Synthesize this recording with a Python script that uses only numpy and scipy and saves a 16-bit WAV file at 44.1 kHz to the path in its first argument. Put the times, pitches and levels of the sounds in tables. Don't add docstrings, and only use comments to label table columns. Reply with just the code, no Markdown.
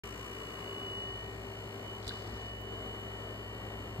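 import sys
import numpy as np
from scipy import signal
from scipy.fft import rfft, irfft
from scipy.io import wavfile

SR = 44100
rng = np.random.default_rng(int(sys.argv[2]) if len(sys.argv) > 2 else 0)


def generate_wav(sig):
    pcm = np.round(np.clip(np.atleast_2d(sig).T, -1, 1) * 32767).astype(np.int16)
    wavfile.write(sys.argv[1], SR, pcm)


N = 176400
T = np.arange(N) / SR
HZ = np.fft.rfftfreq(N, 1 / SR)

# freq_hz, density_db
ROAR_SPECTRUM = [(15, -106), (25, -108), (33, -83), (42, -81), (75, -77), (150, -77.5), (250, -75),
                 (340, -76.5), (440, -73), (520, -78), (620, -75.5), (800, -81), (1100, -80.5),
                 (1400, -86.5), (2200, -88.5), (2700, -97), (3500, -94.5), (4700, -101.5), (5400, -105),
                 (7500, -105), (10000, -111), (11500, -113), (12500, -108.5), (14000, -109), (15500, -115)]
# freq_hz, gain_db
ROAR_START_COLOUR = [(60, -6), (170, 0), (230, -1), (400, 2), (650, -3.5), (850, -4), (1050, 5), (1250, 3),
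                     (1800, 2.5), (4000, 1), (8000, 5), (15000, 3)]
# pitch_hz, base_db, balance_db (positive is left)
FAN_TONES = [(104.7, -50, 0), (209.3, -61, 1), (314, -67, 4), (392.5, -53, 3)]
# time_s, gain_db
BLADE_GAIN = [(0, -6.5), (.8, -3), (1.3, -0.5), (2, 0.5), (3, 0.5), (4, 2)]
# time_s, gain_db
HIGH_NOTE_GAIN = [(0, -2.5), (.5, -.5), (.75, 2), (1.15, .5), (1.45, 2), (1.9, -1), (2.3, -1.5),
                  (2.8, -1.5), (3.2, -4), (4, -2.5)]

# time_s, speed_hz
SHAFT_SPEED = [(0, 58.17), (.8, 58.182), (1.5, 58.155), (4, 58.15)]
# order (multiple of the shaft speed), base_db, balance_db
BUZZ_HARMONICS = [(1, -54, 0), (2, -60, 1), (13, -63.5, 13), (16, -68, 9), (19, -69, 9), (23, -70, 8),
                  (25, -72, 6), (31, -64, 6), (32, -63, 10), (33, -62, 5), (36, -72, 7), (38, -73, 4),
                  (39, -70, 2), (40, -66, 3), (41, -71, 3), (42, -69, 3), (48, -68, 0), (72, -78, -9),
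                  (73, -79, -11), (74, -80, -1), (76, -76, -4), (81, -76, -3), (85, -82, -10),
                  (87, -83, -9), (103, -79, 0), (121, -82, 0), (122, -85, 0), (134, -86, 0), (135, -85, 0),
                  (143, -86, 0)]
# time_s, gain_db
HUM_GAIN = [(0, 4), (.8, -6), (1.3, 4), (1.8, -6), (2.5, 3.5), (3.2, 0.5), (4, 2.5)]
SWELLING_ORDERS = (31, 32, 33)
# time_s, gain_db of each
SWELL_GAINS = [(0, -8, -9, -7), (.4, -8, -10, -2), (.85, -7, -1, 0), (1.45, -5, 1, -9),
               (1.85, -10, -3, -11), (2.1, -4, -6, -3), (2.9, 0, -8, 1), (3.4, 0, -11, 0), (4, 0, -5, -1)]

# time_s, level_db
WHINE_LEVEL = [(0.06, -53), (.15, -55), (0.27, -50.3), (.5, -50), (0.58, -52), (0.87, -43.3), (1.03, -41.7),
               (1.15, -45.5), (1.3, -52), (1.39, -61), (1.45, -52), (1.5, -58), (1.57, -52), (1.83, -56),
               (1.89, -47.5), (1.95, -47.5), (2.04, -61), (2.11, -48), (2.17, -47), (2.29, -56),
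               (2.42, -48), (2.52, -47.7), (2.61, -52), (2.73, -47.7), (2.87, -47.2), (3.1, -49.7),
               (3.5, -51.7), (3.85, -53), (4, -56)]
# time_s, balance_db
WHINE_BALANCE = [(0, 0), (.7, -.5), (1, 1), (1.3, -1), (1.4, 4), (1.5, -1), (1.78, 0), (1.85, -9),
                 (1.92, -1), (2, 0), (2.5, 1), (2.62, -9), (2.7, -3), (2.8, 0), (4, 0)]
# time_s, left_lead_rad
WHINE_LEAD = [(0, 2.7), (.3, 3.1), (.42, 3.65), (.6, 3.65), (.72, 4.1), (.88, 4.2), (1.2, 3.2), (1.3, 3.6),
              (1.55, 2.8), (1.72, 3.4), (1.9, 3), (2, 3.3), (2.3, 3.2), (2.55, 3.45), (2.67, 2.9),
              (2.8, 3.1), (3.3, 3.1), (3.5, 2.83), (4, 2.7)]
SIDE_ORDERS = (49, 50, 52, 53)
# time_s, level_db of each
SIDE_LEVELS = [(0, -65, -58, -65, -74), (.4, -64, -56, -68, -76), (.68, -61, -51.5, -63, -70),
               (.95, -61, -57, -64, -73), (1.2, -70, -58.5, -56.5, -74), (1.3, -69, -62, -63, -73),
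               (1.52, -69, -56.5, -75, -74), (1.72, -74, -64, -62, -67), (2.1, -77, -62, -63, -62),
               (2.35, -63, -72, -67, -76), (2.54, -65, -62, -71, -80), (2.7, -66, -72, -61.5, -73),
               (3.3, -67, -72, -60.5, -70), (3.7, -68, -64, -63.5, -70), (4, -66, -62.5, -65, -70)]
# time_s, balance_db, left_lead_rad
SIDE_PLACE = [(0, 10, 4), (.28, 7, 3.3), (.45, 1, 3.95), (.7, 1.5, 3.95), (.95, 0, 3.5), (1.3, 0, 3.4),
              (1.5, -1, 2.9), (1.65, 3, 3.2), (1.85, 0, 3.6), (2.2, 0, 3.1), (2.5, 0, 3.5), (2.65, 4, 3.5),
              (2.8, 0, 3.15), (4, 0, 3.2)]
# order, relative_db
RING_HARMONICS = [(213, -5), (215, -2), (216, -1), (217, -5)]
# time_s, base_db
RING_LEVEL = [(0, -87), (1.4, -83), (1.9, -78), (2.4, -83), (3, -78.5), (4, -78)]

# freq_hz, density_db
RASP_SPECTRUM = [(500, -115), (1500, -98), (2400, -89), (3600, -104), (5200, -103), (6000, -99),
                 (6600, -105), (7600, -102), (9300, -107), (10700, -105), (11400, -117), (12500, -109),
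                 (13000, -111), (14200, -105), (15600, -105)]
# time_s, gain_db
RASP_GAIN = [(0, 4.5), (.4, 1), (.9, -1.5), (1.8, -1), (2.6, -4), (4, -3.5)]
# time_s, depth
RASP_DEPTH = [(0, .85), (.5, .62), (1.1, .45), (2, .5), (2.6, .35), (4, .3)]

# start_s, level_db, pitch_hz, width_octaves, decay_s, balance_db
CLICKS = [(2.027, -48, 4200, .45, .004, 0), (2.045, -49, 3900, .3, .002, 0),
          (2.0775, -34.3, 4300, .3, .003, -3.5), (2.0783, -43.5, 7800, .55, .005, -1),
          (2.0922, -29.3, 3900, .22, .0017, -.5), (2.1075, -40, 1500, .25, .005, 4),
          (2.117, -46, 2200, .9, .003, 0), (2.608, -54.5, 14000, .15, .007, 0)]
# freq_hz, density_db
RUSTLE_SPECTRUM = [(300, -110), (1400, -91), (2800, -97), (4200, -92), (5000, -93), (6200, -101),
                   (8500, -107), (12000, -116), (15500, -118)]
# time_s, gain_db
RUSTLE_GAIN = [(1.98, -11), (2.03, -11), (2.07, 8), (2.11, -2), (2.16, 2.5), (2.23, -1), (2.45, -3),
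               (2.6, -22)]
# start_s, level_db, pitch_hz, length_s
BUMPS = [(2.062, -34.5, 83, 0.026), (2.3, -43, 64.6, 0.076), (3.984, -31.5, 141, 0.024)]

# freq_hz, likeness (0-1)
PORT_LIKENESS = [(60, .995), (130, .98), (300, .93), (600, .72), (1200, .65), (1700, .5), (2700, .8),
                 (3200, .75), (3700, .2), (4700, .25), (5600, .7), (6700, .5), (8000, .65), (8800, .55),
                 (10000, .9), (11400, .6), (12400, .92), (13600, .65), (15000, .92)]
# freq_hz, balance_db
PORT_BALANCE = [(60, 0), (110, 0), (200, 2), (380, 4), (700, 9), (1290, 8), (2380, 1), (4400, -1.5),
                (8000, 0), (15000, 0)]
# freq_hz, left_lead_rad
PORT_LEAD = [(0, 0), (700, .3), (1300, .5), (2300, 3), (3200, 3.1), (4200, 1), (5400, 3.1), (6100, 3.5),
             (7000, 5.8), (8000, 6.5), (9500, 9.3), (10500, 9.6), (12000, 12.5), (13000, 12.6),
             (14700, 15.6), (15800, 15.7)]

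RASP_TURN, THROB_TURN = .33, .5


def fan_roar(settle_s=1.14, flutter_db=.35, swell_db=1.06):
    at_wall = noise_at_ports(ROAR_SPECTRUM, rng.standard_normal((2, N)))
    at_start = irfft(rfft(at_wall) * amp(at_hz(ROAR_START_COLOUR, HZ)), N)
    settled = np.clip(T / settle_s, 0, 1) ** 2
    roar = at_start + settled * (at_wall - at_start)
    return roar * amp(flutter_db * drift(16) + swell_db * drift(2.18))


def fan_drone(slip_cycles=.033, blade_waver_db=.66, note_waver_db=1.5):
    out = np.zeros((2, N))
    for hz, db, balance_db in FAN_TONES[:-1]:
        cycles = hz * T + rng.random() + slip_cycles * drift(16)
        level_db = db + curve(BLADE_GAIN) - blade_waver_db * drift(11)
        out += tone(cycles, balance_db, at_hz(PORT_LEAD, hz)) * amp(level_db)
    hz, db, balance_db = FAN_TONES[-1]
    cycles = hz * T + 2 * slip_cycles * drift(4.3)
    level_db = db + curve(HIGH_NOTE_GAIN) + note_waver_db * drift(7.7)
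    return out + tone(cycles, balance_db, at_hz(PORT_LEAD, hz)) * amp(level_db)


def compressor(slip_turns=.002):
    turns = np.cumsum(curve(SHAFT_SPEED)) / SR + slip_turns * drift(1.627)
    return buzz(turns) + whine(turns) + high_ring(turns) + rasp(turns)


def buzz(turns, low_trim_db=-2, high_trim_db=.63, waver_db=2):
    out = np.zeros((2, N))
    shaft_hz = curve(SHAFT_SPEED).mean()
    swell_db = dict(zip(SWELLING_ORDERS, curves(SWELL_GAINS)))
    for order, db, balance_db in BUZZ_HARMONICS:
        trim_db = high_trim_db if order > 30 else low_trim_db
        gain_db = curve(HUM_GAIN) if order == 1 else trim_db + waver_db * drift(2)
        harmonic = tone(order * turns + rng.random(), balance_db, at_hz(PORT_LEAD, order * shaft_hz))
        out += harmonic * amp(db + gain_db + swell_db.get(order, 0))
    return out


def whine(turns, main_order=51, flutter_db=.5, side_flutter_db=1.2):
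    turns = turns - THROB_TURN
    out = tone(main_order * turns, curve(WHINE_BALANCE), curve(WHINE_LEAD))
    out *= amp(curve(WHINE_LEVEL) + flutter_db * drift(18))
    for order, db in zip(SIDE_ORDERS, curves(SIDE_LEVELS)):
        out += tone(order * turns, *curves(SIDE_PLACE)) * amp(db + side_flutter_db * drift(16))
    return out


def high_ring(turns):
    ring = sum(tone(order * (turns - RASP_TURN), 0, 0) * amp(db) for order, db in RING_HARMONICS)
    return ring * amp(curve(RING_LEVEL))


def rasp(turns, repeat_share=.45):
    period = round(SR / curve(SHAFT_SPEED).mean())
    random_phases = np.exp(2j * np.pi * rng.random((2, period // 2 + 1)))
    one_turn = unit_rms(irfft(random_phases, period))
    repeated = one_turn[:, np.arange(N) % period]
    fresh = rng.standard_normal((2, N))
    hiss = np.sqrt(repeat_share) * repeated + np.sqrt(1 - repeat_share) * fresh
    puffs = unit_rms(np.exp(curve(RASP_DEPTH) * np.cos(2 * np.pi * (turns - RASP_TURN))))
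    return noise_at_ports(RASP_SPECTRUM, hiss * puffs) * amp(curve(RASP_GAIN))


def clicks(rise_s=.0008, steepness=3.6):
    out = np.zeros((2, N))
    t = np.arange(4096) / SR
    hz = np.fft.rfftfreq(len(t), 1 / SR)
    for start_s, db, pitch_hz, width_octaves, decay_s, balance_db in CLICKS:
        resonance = 1 / (1 + abs(np.log2((hz + 1) / pitch_hz) / width_octaves) ** steepness)
        ring = irfft(rfft(rng.standard_normal((2, len(t)))) * resonance)
        envelope = np.minimum(t / rise_s, 1) * np.exp(-np.maximum(t - rise_s, 0) / decay_s)
        snap = ring * envelope
        snap *= np.linalg.norm(envelope) / np.linalg.norm(snap, axis=1, keepdims=True)
        add(out, start_s, amp(db) * pan(balance_db) * snap)
    return out


def with_yard_echo(sound, echo_db=-7.5, t60_s=.2):
    tail = rng.standard_normal((2, SR)) * amp(-60 * T[:SR] / t60_s)
    tail /= np.linalg.norm(tail[0])
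    return sound + amp(echo_db) * signal.fftconvolve(sound, tail, axes=1)[:, :N]


def rustle(grains_per_s=450, spread_db=3.8):
    grain_db = spread_db * np.interp(T * grains_per_s, np.arange(4096), rng.standard_normal(4096))
    crackle = rng.standard_normal((2, N)) * unit_rms(amp(grain_db))
    return noise_at_ports(RUSTLE_SPECTRUM, crackle) * amp(curve(RUSTLE_GAIN))


def hand_bumps():
    out = np.zeros((2, N))
    for start_s, db, pitch_hz, length_s in BUMPS:
        t = np.arange(0, length_s, 1 / SR)
        envelope = np.sin(np.pi * t / length_s) ** 2
        add(out, start_s, amp(db) * envelope * np.sin(2 * np.pi * pitch_hz * t))
    return out


def noise_at_ports(spectrum, white):
    left, unrelated = rfft(white) * np.sqrt(SR / 2)
    likeness = at_hz(PORT_LIKENESS, HZ)
    right = likeness * left + np.sqrt(1 - likeness ** 2) * unrelated
    right *= np.exp(-1j * at_hz(PORT_LEAD, HZ))
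    return irfft(np.array([left, right]) * pan(at_hz(PORT_BALANCE, HZ)) * amp(at_hz(spectrum, HZ)), N)


def tone(cycles, balance_db, left_lead_rad):
    phase = 2 * np.pi * cycles - np.array([[0], [1]]) * left_lead_rad
    return np.sqrt(2) * pan(balance_db) * np.cos(phase)


def pan(balance_db):
    gains = amp(np.array([[.5], [-.5]]) * balance_db)
    return gains / np.sqrt(np.mean(gains ** 2, 0))


def drift(rate_hz):
    wander = signal.resample(rng.standard_normal(128), 2048)
    return np.interp(T * rate_hz * 32, np.arange(2048), wander)


def amp(db):
    return 10 ** (np.asarray(db) / 20)


def unit_rms(x):
    return x / np.sqrt(np.mean(x ** 2) + 1e-20)


def at_hz(points, hz):
    freq_hz, value = np.transpose(points)
    return np.interp(np.log(hz + 1), np.log(freq_hz + 1), value)


def curve(points):
    return np.interp(T, *np.transpose(points))


def curves(rows):
    time_s, *columns = np.transpose(rows)
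    return [np.interp(T, time_s, column) for column in columns]


def add(mix, start_s, sound):
    part = mix[:, round(start_s * SR):][:, :sound.shape[-1]]
    part += sound[..., :part.shape[1]]


def scene():
    machine = fan_roar() + fan_drone() + compressor()
    return machine + with_yard_echo(clicks()) + rustle() + hand_bumps()


def record(dry):
    start_s, fade_s, cutoff_hz = .0352, .0013, 15750
    opened = np.clip((T - start_s) / fade_s, 0, 1)
    lowpass = signal.firwin(801, cutoff_hz, window=("kaiser", 9), fs=SR)
    return signal.oaconvolve(dry * opened, lowpass[None], "same")


dry = scene()
out = record(dry)
generate_wav(out)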